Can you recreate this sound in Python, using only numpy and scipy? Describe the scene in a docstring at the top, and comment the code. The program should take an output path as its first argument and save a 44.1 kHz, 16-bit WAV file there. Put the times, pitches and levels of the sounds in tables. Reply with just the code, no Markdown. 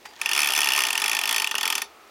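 """In a small panelled room, a wall clock is wound by pulling its weight chain.
The pawl snaps over the ratchet teeth, soon at a rapid rate, then slower; decaying modes ring pawl, wheel and case.
Shaped noise bursts add metallic crack and wooden knock; short partials make the chain links clink over a rustle.
The chain tightens with a knock, clunks as it jerks and rustles softly once let go.
A short noise tail answers as the room, over still air, heard close and almost in mono."""
import sys
import numpy as np
from scipy import signal
from scipy.fft import rfft, irfft, next_fast_len
from scipy.io import wavfile
from scipy.ndimage import map_coordinates

SR = 44100
rng = np.random.default_rng(int(sys.argv[2]) if len(sys.argv) > 2 else 0)


def to_wav(s):
    """Save 16-bit WAV."""
    ch = np.atleast_2d(s).T  # columns
    pcm = np.round(np.clip(ch, -1, 1) * 32767)  # PCM
    wavfile.write(sys.argv[1], SR, pcm.astype(np.int16))


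N = 92610
TOP_HZ = 16000
RING_S = np.arange(SR // 5) / SR  # time axis of one struck sound
CHATTER_S = 0.0021
MODE_SCATTER_DB, CASE_DETUNE = 2.5, 0.008  # detune as a fraction of the pitch
CASE_ATTACK_S = 0.0045

# pawl snaps: start_s [s], pawl_db [dB], pawl_pitch_hz [Hz], crack_db [dB], case_db [dB]
TOOTH_SNAPS = [(0.214, -15.5, 2540, -25.5, -30.5), (0.2588, -11.5, 2680, -24.5, -30.5),
               (0.2905, -18, 2640, -23.5, -29), (0.3134, -15, 2700, -25, -29.5),
               (0.3322, -14.5, 2780, -21, -34.5), (0.349, -20, 2480, -23, -29),
               (0.3624, -16, 2660, -25, -24.5), (0.3765, -14, 2420, -20, -26),
               (0.3904, -14, 2460, -20, -27), (0.403, -19, 2600, -21, -27.5),
               (0.4169, -19, 2400, -20.5, -27.5), (0.4308, -12.5, 2580, -22, -26.5),
               (0.444, -20, 2540, -22.5, -27), (0.4579, -21, 2450, -27.5, -29),
               (0.472, -18.5, 2460, -21, -26.5), (0.4868, -15.5, 2660, -25, -29),
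               (0.5035, -31, 2460, -23, -26), (0.5207, -18.5, 2680, -23.5, -33),
               (0.5349, -21, 2800, -21.5, -28.5), (0.5499, -18, 2540, -24, -35),
               (0.562, -17.5, 2670, -22.5, -26.5), (0.576, -17, 2390, -19.5, -28),
               (0.5882, -18, 2510, -21, -25), (0.6046, -18, 2620, -20, -30.5),
               (0.616, -18.5, 2490, -20.5, -29), (0.6311, -14, 2800, -24.5, -28.5),
               (0.6433, -14.5, 2660, -21.5, -31), (0.6571, -23, 2380, -23.5, -27),
               (0.6718, -11, 2670, -24, -27), (0.6873, -14, 2780, -20, -29), (0.703, -20, 2580, -26, -27),
               (0.7195, -13.5, 2750, -22, -30), (0.7341, -13, 2850, -20, -34),
               (0.7488, -17, 2610, -26, -26), (0.7613, -17, 2620, -21.5, -27),
               (0.7763, -14.5, 2450, -20, -29.5), (0.7891, -17, 2400, -19.5, -32),
               (0.8044, -15.5, 2750, -21, -29), (0.8192, -19, 2320, -22, -31),
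               (0.8361, -17.5, 2590, -21.5, -26), (0.8508, -17, 2790, -25, -30),
               (0.8678, -20.5, 2350, -22, -26.5), (0.885, -23, 2750, -25, -27),
               (0.9045, -13, 2670, -23.5, -31), (0.9287, -29, 2540, -22.5, -28.5),
               (0.9529, -15.5, 2720, -25.5, -29), (0.9763, -17.5, 2850, -21.5, -26),
               (0.9986, -27, 2570, -26, -37), (1.0182, -20, 2420, -22, -25), (1.0399, -14, 2580, -21, -30),
               (1.059, -18, 2310, -23, -28.5), (1.0794, -17.5, 2640, -22.5, -26.5),
               (1.0951, -19, 2380, -21.5, -32), (1.1142, -15, 2600, -24.5, -27),
               (1.1306, -20, 2540, -23.5, -27), (1.1487, -20.5, 2480, -22, -28),
               (1.1671, -16.5, 2660, -24.5, -26.5), (1.189, -15.5, 2600, -21.5, -32),
               (1.2126, -21, 2580, -24.5, -28.5), (1.2356, -15.5, 2720, -24, -26),
               (1.255, -17, 2700, -25.5, -30), (1.2746, -22, 2520, -24, -27.5),
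               (1.291, -33, 2560, -20.5, -24.5), (1.3099, -27, 2360, -22.5, -25),
               (1.3262, -23, 2400, -20, -26.5), (1.3439, -18.5, 2590, -24, -28),
               (1.3615, -20, 2400, -19.5, -25.5), (1.3806, -16, 2540, -22.5, -31.5),
               (1.3987, -17.5, 2710, -24, -29), (1.4194, -18.5, 2430, -22.5, -26.5),
               (1.4434, -14, 2560, -24.5, -31), (1.4721, -16, 2750, -25.5, -32),
               (1.5114, -20, 2730, -25.5, -27), (1.552, -16, 2760, -25.5, -29.5),
               (1.5812, -17, 2770, -23.5, -27.5), (1.6093, -23, 2420, -24, -28),
               (1.63, -22, 2720, -24, -24.5), (1.654, -21, 2430, -22.5, -27),
               (1.6763, -19, 2410, -21.5, -28.5), (1.7011, -18, 2520, -21.5, -26.5),
               (1.7245, -21, 2660, -21.5, -27), (1.7525, -17, 2640, -21, -27.5),
               (1.7792, -21, 2670, -24, -28.5), (1.8179, -20.5, 2450, -23.5, -29)]
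# modes of the wooden case and the frame in it: pitch_hz [Hz], level_db [dB], t60_s [s]
CASE_MODES = [(402.7, -20.5, 0.15), (889, -5, 0.065), (1223, -8.5, 0.07), (1804, 6, 0.028),
              (1878, 6, 0.0083), (3096, -1.5, 0.043), (3430, 2.5, 0.029)]
# dense ringing of the boards: frequency_hz [Hz], relative density_db [dB per Hz]
BOARD_COLOUR = [(30, -24), (150, -54), (225, -7), (330, -8), (520, -19), (630, -7), (850, 3), (1400, 2),
                (1700, -6), (3000, -2), (5000, -9), (15000, -22.5)]
# spectrum of the scraping links: frequency_hz [Hz], relative density_db [dB per Hz]
SCRAPE_COLOUR = [(100, -63), (450, -21.5), (850, -2.5), (1150, -7.5), (2600, -8), (4000, -16.5),
                 (5500, -15.5), (15000, -31)]
# loudness of the running chain: time_s [s], level_db [dB]
CHAIN_LEVEL = [(0, -57), (.1, -52.5), (.17, -50.5), (.21, -43), (.35, -38), (.8, -37), (1.45, -43.5),
               (1.52, -49), (1.8, -41), (1.87, -71), (2.1, -59)]


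def amp(db):
    """Decibels to gain."""
    return 10 ** (np.asarray(db) / 20)


def unit(x):
    """Scale to rms 1."""
    return x / np.sqrt(np.mean(x ** 2) + 1e-20)


def along(points, hz):
    """Interpolate (Hz, value) points on a log frequency axis."""
    point_hz, value = np.transpose(points)
    return np.interp(np.log(hz + 1), np.log(point_hz + 1), value)


def level_at(points, s):
    """Gain at a time, from (s, dB) points."""
    return amp(np.interp(s, *np.transpose(points)))


def filtered(x, response):
    """Multiply the spectrum of x by a response of frequency."""
    size = next_fast_len(N + SR // 2)
    return irfft(rfft(x, size) * response(np.fft.rfftfreq(size, 1 / SR)), size)[..., :N]


def noise(colour):
    """Steady coloured noise of rms 1."""
    return unit(filtered(rng.standard_normal(N), lambda hz: amp(along(colour, hz))))


def add(track, s, sound):
    """Mix a sound into the track at a time."""
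    part = track[max(round(s * SR), 0):][:len(sound)]
    part += sound[:len(part)]


def decay(t, t60):
    """Exponential fall by 60 dB in t60 seconds."""
    return np.exp(-np.log(1000) * t / t60)


def envelope(attack, t60):
    """A quick rise, a hold while the contact chatters, and an exponential fall."""
    return (1 - np.exp(-RING_S / attack)) * decay(np.maximum(RING_S - CHATTER_S, 0), t60)


def ring(modes, attack, stretch=1, scatter_db=0, detune=0):
    """A struck body: decaying modes of alternating sign, optionally scattered in level and pitch."""
    out = np.zeros(len(RING_S))
    for k, (hz, db, t60) in enumerate(modes):
        gain = (-1) ** k * amp(db + scatter_db * rng.normal())
        pitch_hz = hz * stretch * (1 + detune * rng.normal())
        out += gain * envelope(attack, t60) * np.sin(2 * np.pi * pitch_hz * RING_S)
    return out


def burst(colour, attack, t60, count=3):
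    """A body with many close modes: dying noise, pulled back to its colour on every pass."""
    gain = amp(along(colour, np.fft.rfftfreq(len(RING_S), 1 / SR)))
    shape = envelope(attack, t60)
    x = shape * unit(irfft(gain * rfft(rng.standard_normal(len(RING_S)))))
    for _ in range(count):
        phase = np.angle(rfft(x))
        x = irfft(gain * np.exp(1j * phase)) * np.sqrt(shape)
    return unit(x) * np.sqrt(np.mean(shape ** 2))


def clouds(colour, attack, t60, fresh):
    """One burst per tooth: a share of its power is fresh, the rest repeats the same ringing."""
    same = burst(colour, attack, t60)
    return [np.sqrt(1 - fresh) * same + np.sqrt(fresh) * burst(colour, attack, t60, count=1)
            for _ in TOOTH_SNAPS]


def pawl(pitch_hz):
    """The pawl drops off a tooth; all its modes follow the pitch of the snap."""
    # pawl modes at the reference pitch: pitch_hz [Hz], level_db [dB], t60_s [s]
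    pawl_modes = [(2406, -8.5, 0.013), (2684, 0, 0.008), (2766, -10.5, 0.031)]
    reference_hz = 2637
    return ring(pawl_modes, 0.00095, pitch_hz / reference_hz)


def wheel():
    """The struck ratchet wheel rings in high modes that vary a little with each snap."""
    # ratchet wheel modes: pitch_hz [Hz], level_db [dB], t60_s [s]
    wheel_modes = [(4478, -12.5, 0.053), (4848, -23, 0.09), (5225, -3.5, .013), (5620, -14.5, .04),
                   (6035, -7, 0.026), (7290, -16.5, 0.029), (8180, -23, 0.036), (10138, -12.5, 0.03),
                   (11950, -13.5, 0.021), (13100, -13, .025), (14150, -25, .018)]
    return ring(wheel_modes, 0.00032, scatter_db=3, detune=0.005)


def metal_cracks():
    """Dense ringing of the metal parts, half of its power new on each tooth."""
    # metal crack spectrum: frequency_hz [Hz], relative density_db [dB per Hz]
    crack_colour = [(500, 0.5), (1500, -6), (2500, -0.5), (3400, 4), (3900, -10.5), (5000, -0.5),
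                    (6400, -3.5), (8000, -10), (9700, -3), (10700, -2), (11500, -8.5), (12500, -13.5),
                    (15800, -19.5)]
    return clouds(crack_colour, attack=0.0003, t60=0.031, fresh=0.5)


def recoloured(x):
    """Each tooth colours its crack with random smooth bumps in the spectrum."""
    bump_db, spacing_hz = 2.3, 1100
    position = np.fft.rfftfreq(len(x), 1 / SR) / spacing_hz
    bumps = map_coordinates(rng.standard_normal(len(x)), [position], mode="wrap")
    coloured = irfft(rfft(x) * unit(amp(bump_db * bumps)))
    return coloured * (RING_S < RING_S[-1] / 2)  # drop what the filter wraps to the end


def ratchet():
    """The pawl drops off each tooth and rings itself, the wheel and the case."""
    jitter_s, case_delay_s = 0.00005, 0.001995  # small random timing scatter; lag of the case modes
    crack_trim_db, knock_trim_db = -0.5, 1
    metal, wood = np.zeros((2, N))
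    cracks = metal_cracks()
    knocks = clouds(BOARD_COLOUR, attack=0.0048, t60=0.06, fresh=1)
    for (s, pawl_db, pitch_hz, crack_db, case_db), crack, knock in zip(TOOTH_SNAPS, cracks, knocks):
        at = s + jitter_s * rng.normal()
        add(metal, at, amp(pawl_db) * pawl(pitch_hz))
        add(metal, at, amp(crack_db) * (wheel() + amp(crack_trim_db) * recoloured(crack)))
        add(wood, at, amp(case_db + knock_trim_db) * knock)
        case = ring(CASE_MODES, CASE_ATTACK_S, scatter_db=MODE_SCATTER_DB, detune=CASE_DETUNE)
        add(wood, at + case_delay_s, amp(case_db) * case)
    # keep the pawl, wheel and crack sounds free of low thump
    thump_cut = signal.butter(3, 900, "highpass", fs=SR, output="sos")
    return signal.sosfilt(thump_cut, metal) + wood


def clink(count=6):
    """One link strikes the next: a few short partials, pitched anew by each contact."""
    centre_hz, spread_oct, t60_s = 4740, 0.5, 0.0058
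    octaves = spread_oct * rng.standard_normal((count, 1))
    hz = np.minimum(centre_hz * 2 ** octaves, TOP_HZ)
    partials = np.sin(2 * np.pi * (hz * RING_S + rng.random((count, 1))))
    return partials.sum(0) * 2 / np.sqrt(count) * decay(RING_S, t60_s)


def chain_rustle():
    """The running chain scrapes in uneven grains, louder as the pawl rides up each tooth."""
    grain_db, grains_per_s, ride_db = 4.5, 400, 6
    t = np.arange(N) / SR
    grains = map_coordinates(rng.standard_normal(N // 10), [t * grains_per_s], mode="wrap")
    snap_s = [row[0] for row in TOOTH_SNAPS]
    up_tooth = np.interp(t, snap_s, np.arange(len(snap_s))) % 1  # 0 to 1 between snaps
    scrape = noise(SCRAPE_COLOUR) * amp(grain_db * grains + ride_db * up_tooth)
    return level_at(CHAIN_LEVEL, t) * unit(scrape)


def chain_ticks():
    """Many small link contacts at random times, following the level of the running chain."""
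    ticks_per_s, tick_db, scatter_db = 130, -1, 3.2
    out = np.zeros(N)
    for s in rng.random(round(ticks_per_s * N / SR)) * N / SR:
        gain = level_at(CHAIN_LEVEL, s) * amp(tick_db + scatter_db * rng.normal())
        add(out, s, gain * clink())
    return out


def link_clinks():
    """Single links clink audibly between the snaps and set the case ringing."""
    # single clinks: start_s [s], level_db [dB]
    clink_events = [(0.124, -53), (0.136, -45), (0.164, -45), (0.236, -36), (0.25, -39), (0.274, -30.5),
                    (.321, -23.5), (0.469, -32), (.558, -23.5), (.651, -44), (0.895, -46), (1.054, -37),
                    (1.181, -42), (1.198, -37), (1.284, -31), (1.391, -43), (1.466, -27.5), (1.494, -34.5),
                    (1.603, -38), (1.665, -30), (1.746, -35), (1.765, -35)]
    case_db = -4
    out = np.zeros(N)
    for s, db in clink_events:
        case = ring(CASE_MODES, CASE_ATTACK_S, detune=CASE_DETUNE)
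        add(out, s, amp(db) * (clink() + amp(case_db) * case))
    return out


def slack_knock():
    """The hand takes up the slack: the chain knocks in its guide and scrapes."""
    # modes of the chain guide: pitch_hz [Hz], level_db [dB], t60_s [s]
    guide_modes = [(845, -2.5, 0.17), (1887, 6, 0.038), (2450, -5, 0.057), (4770, -10, 0.33)]
    start_s, level_db, scrape_db, attack_s = 0.052, -40, 8, 0.006
    out = np.zeros(N)
    scrape = amp(scrape_db) * burst(SCRAPE_COLOUR, attack_s, t60=0.076)
    add(out, start_s, amp(level_db) * (ring(guide_modes, attack_s) + scrape))
    return out


def chain_clunks():
    """Jerks of the chain shake the frame into dull modes and a clatter of the boards."""
    # modes of the jerked frame: pitch_hz [Hz], level_db [dB], t60_s [s]
    frame_modes = [(487, -7, 0.022), (1070, -8, 0.022), (1335, -1, 0.016), (1540, -4.5, 0.019),
                   (2650, -0.5, 0.0032)]
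    # jerks of the chain: start_s [s], level_db [dB]
    jerk_events = [(.38, -35), (0.578, -30), (0.593, -37), (0.781, -27.5), (.793, -28), (1.05, -30),
                   (1.31, -32.5), (1.382, -34), (1.542, -26), (1.565, -34.5), (1.644, -31), (1.666, -29)]
    attack_s, clatter_db = 0.00024, -4.5
    out = np.zeros(N)
    for s, db in jerk_events:
        clatter = amp(clatter_db) * burst(BOARD_COLOUR, attack_s, t60=0.019)
        frame = ring(frame_modes, attack_s, scatter_db=MODE_SCATTER_DB, detune=CASE_DETUNE)
        add(out, s, amp(db) * (frame + clatter))
    return out


def settling():
    """Coloured noise fades in as a soft rustle once the chain is let go."""
    # loudness of the soft rustle: time_s [s], level_db [dB]
    settle_level = [(1.7, -75), (1.82, -55.5), (2.1, -55.5)]
    # its spectrum: frequency_hz [Hz], relative density_db [dB per Hz]
    settle_colour = [(130, -37), (400, -4.5), (1000, 0), (1300, 5), (1600, -6.5), (2400, -4.5), (5000, -27),
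                     (15000, -40)]
    return level_at(settle_level, np.arange(N) / SR) * noise(settle_colour)


def chain():
    """All contacts of the chain: the first knock, the run with its jerks, and the settling."""
    running = chain_rustle() + chain_ticks() + link_clinks()
    return slack_knock() + running + chain_clunks() + settling()


def radiated(x):
    """The small case gives off little bass and has a hollow between its lowest modes."""
    leak_db = -16.5  # what also passes unfiltered
    bass_cut = signal.butter(5, 140, "highpass", fs=SR, output="sos")
    hollow = signal.iirnotch(506, 4.4, fs=SR)  # antiresonance: Hz, Q
    return signal.lfilter(*hollow, signal.sosfilt(bass_cut, x)) + amp(leak_db) * x


def room(x):
    """The panelled room's short noise tail builds up gradually and decays by frequency."""
    # reverberation time: frequency_hz [Hz], t60_s [s]
    room_t60 = [(200, 0.21), (600, .5), (1500, 0.051), (4000, 0.2), (12000, 0.078)]
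    delay_s, rise_s = 0.011, 0.004
    hz, t, spectrum = signal.stft(rng.standard_normal(SR // 2), SR, nperseg=256)
    shape = (1 - np.exp(-t / rise_s)) * decay(t, along(room_t60, hz)[:, None])
    tail = signal.istft(spectrum * shape, SR, nperseg=256)[1]
    delayed = np.pad(x, (round(delay_s * SR), 0))
    return signal.fftconvolve(delayed, tail / np.linalg.norm(tail))[:N]


def still_air():
    """The quiet background is steady coloured noise."""
    # air spectrum: frequency_hz [Hz], relative density_db [dB per Hz]
    air_colour = [(25, -29), (60, -7), (130, -18), (230, -7), (400, -0.5), (650, -3.5), (1290, -9.5),
                  (2400, -9), (4000, -13), (6000, -17.5), (9000, -22)]
    return amp(-54) * noise(air_colour)


def scene():
    """Clock, room and still air, with only a trace of width."""
    # stereo width: frequency_hz [Hz], side_db [dB]
    side_level = [(400, -24), (1100, -54), (2500, -27.5), (14000, -29.5)]
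    clock = radiated(ratchet() + chain())
    mid = clock + amp(-15.5) * room(clock) + still_air()
    # the side has its own, stronger room and its own air, turned by a quarter cycle
    side_source = clock + amp(-2.0) * room(clock) + still_air()
    side = filtered(side_source, lambda hz: 1j * amp(along(side_level, hz)))
    return np.array([amp(0.07) * (mid + side), mid - side])


def record(dry):
    """Keep nothing above the band limit."""
    return filtered(dry, lambda hz: hz < TOP_HZ)


dry = scene()
out = record(dry)
to_wav(out)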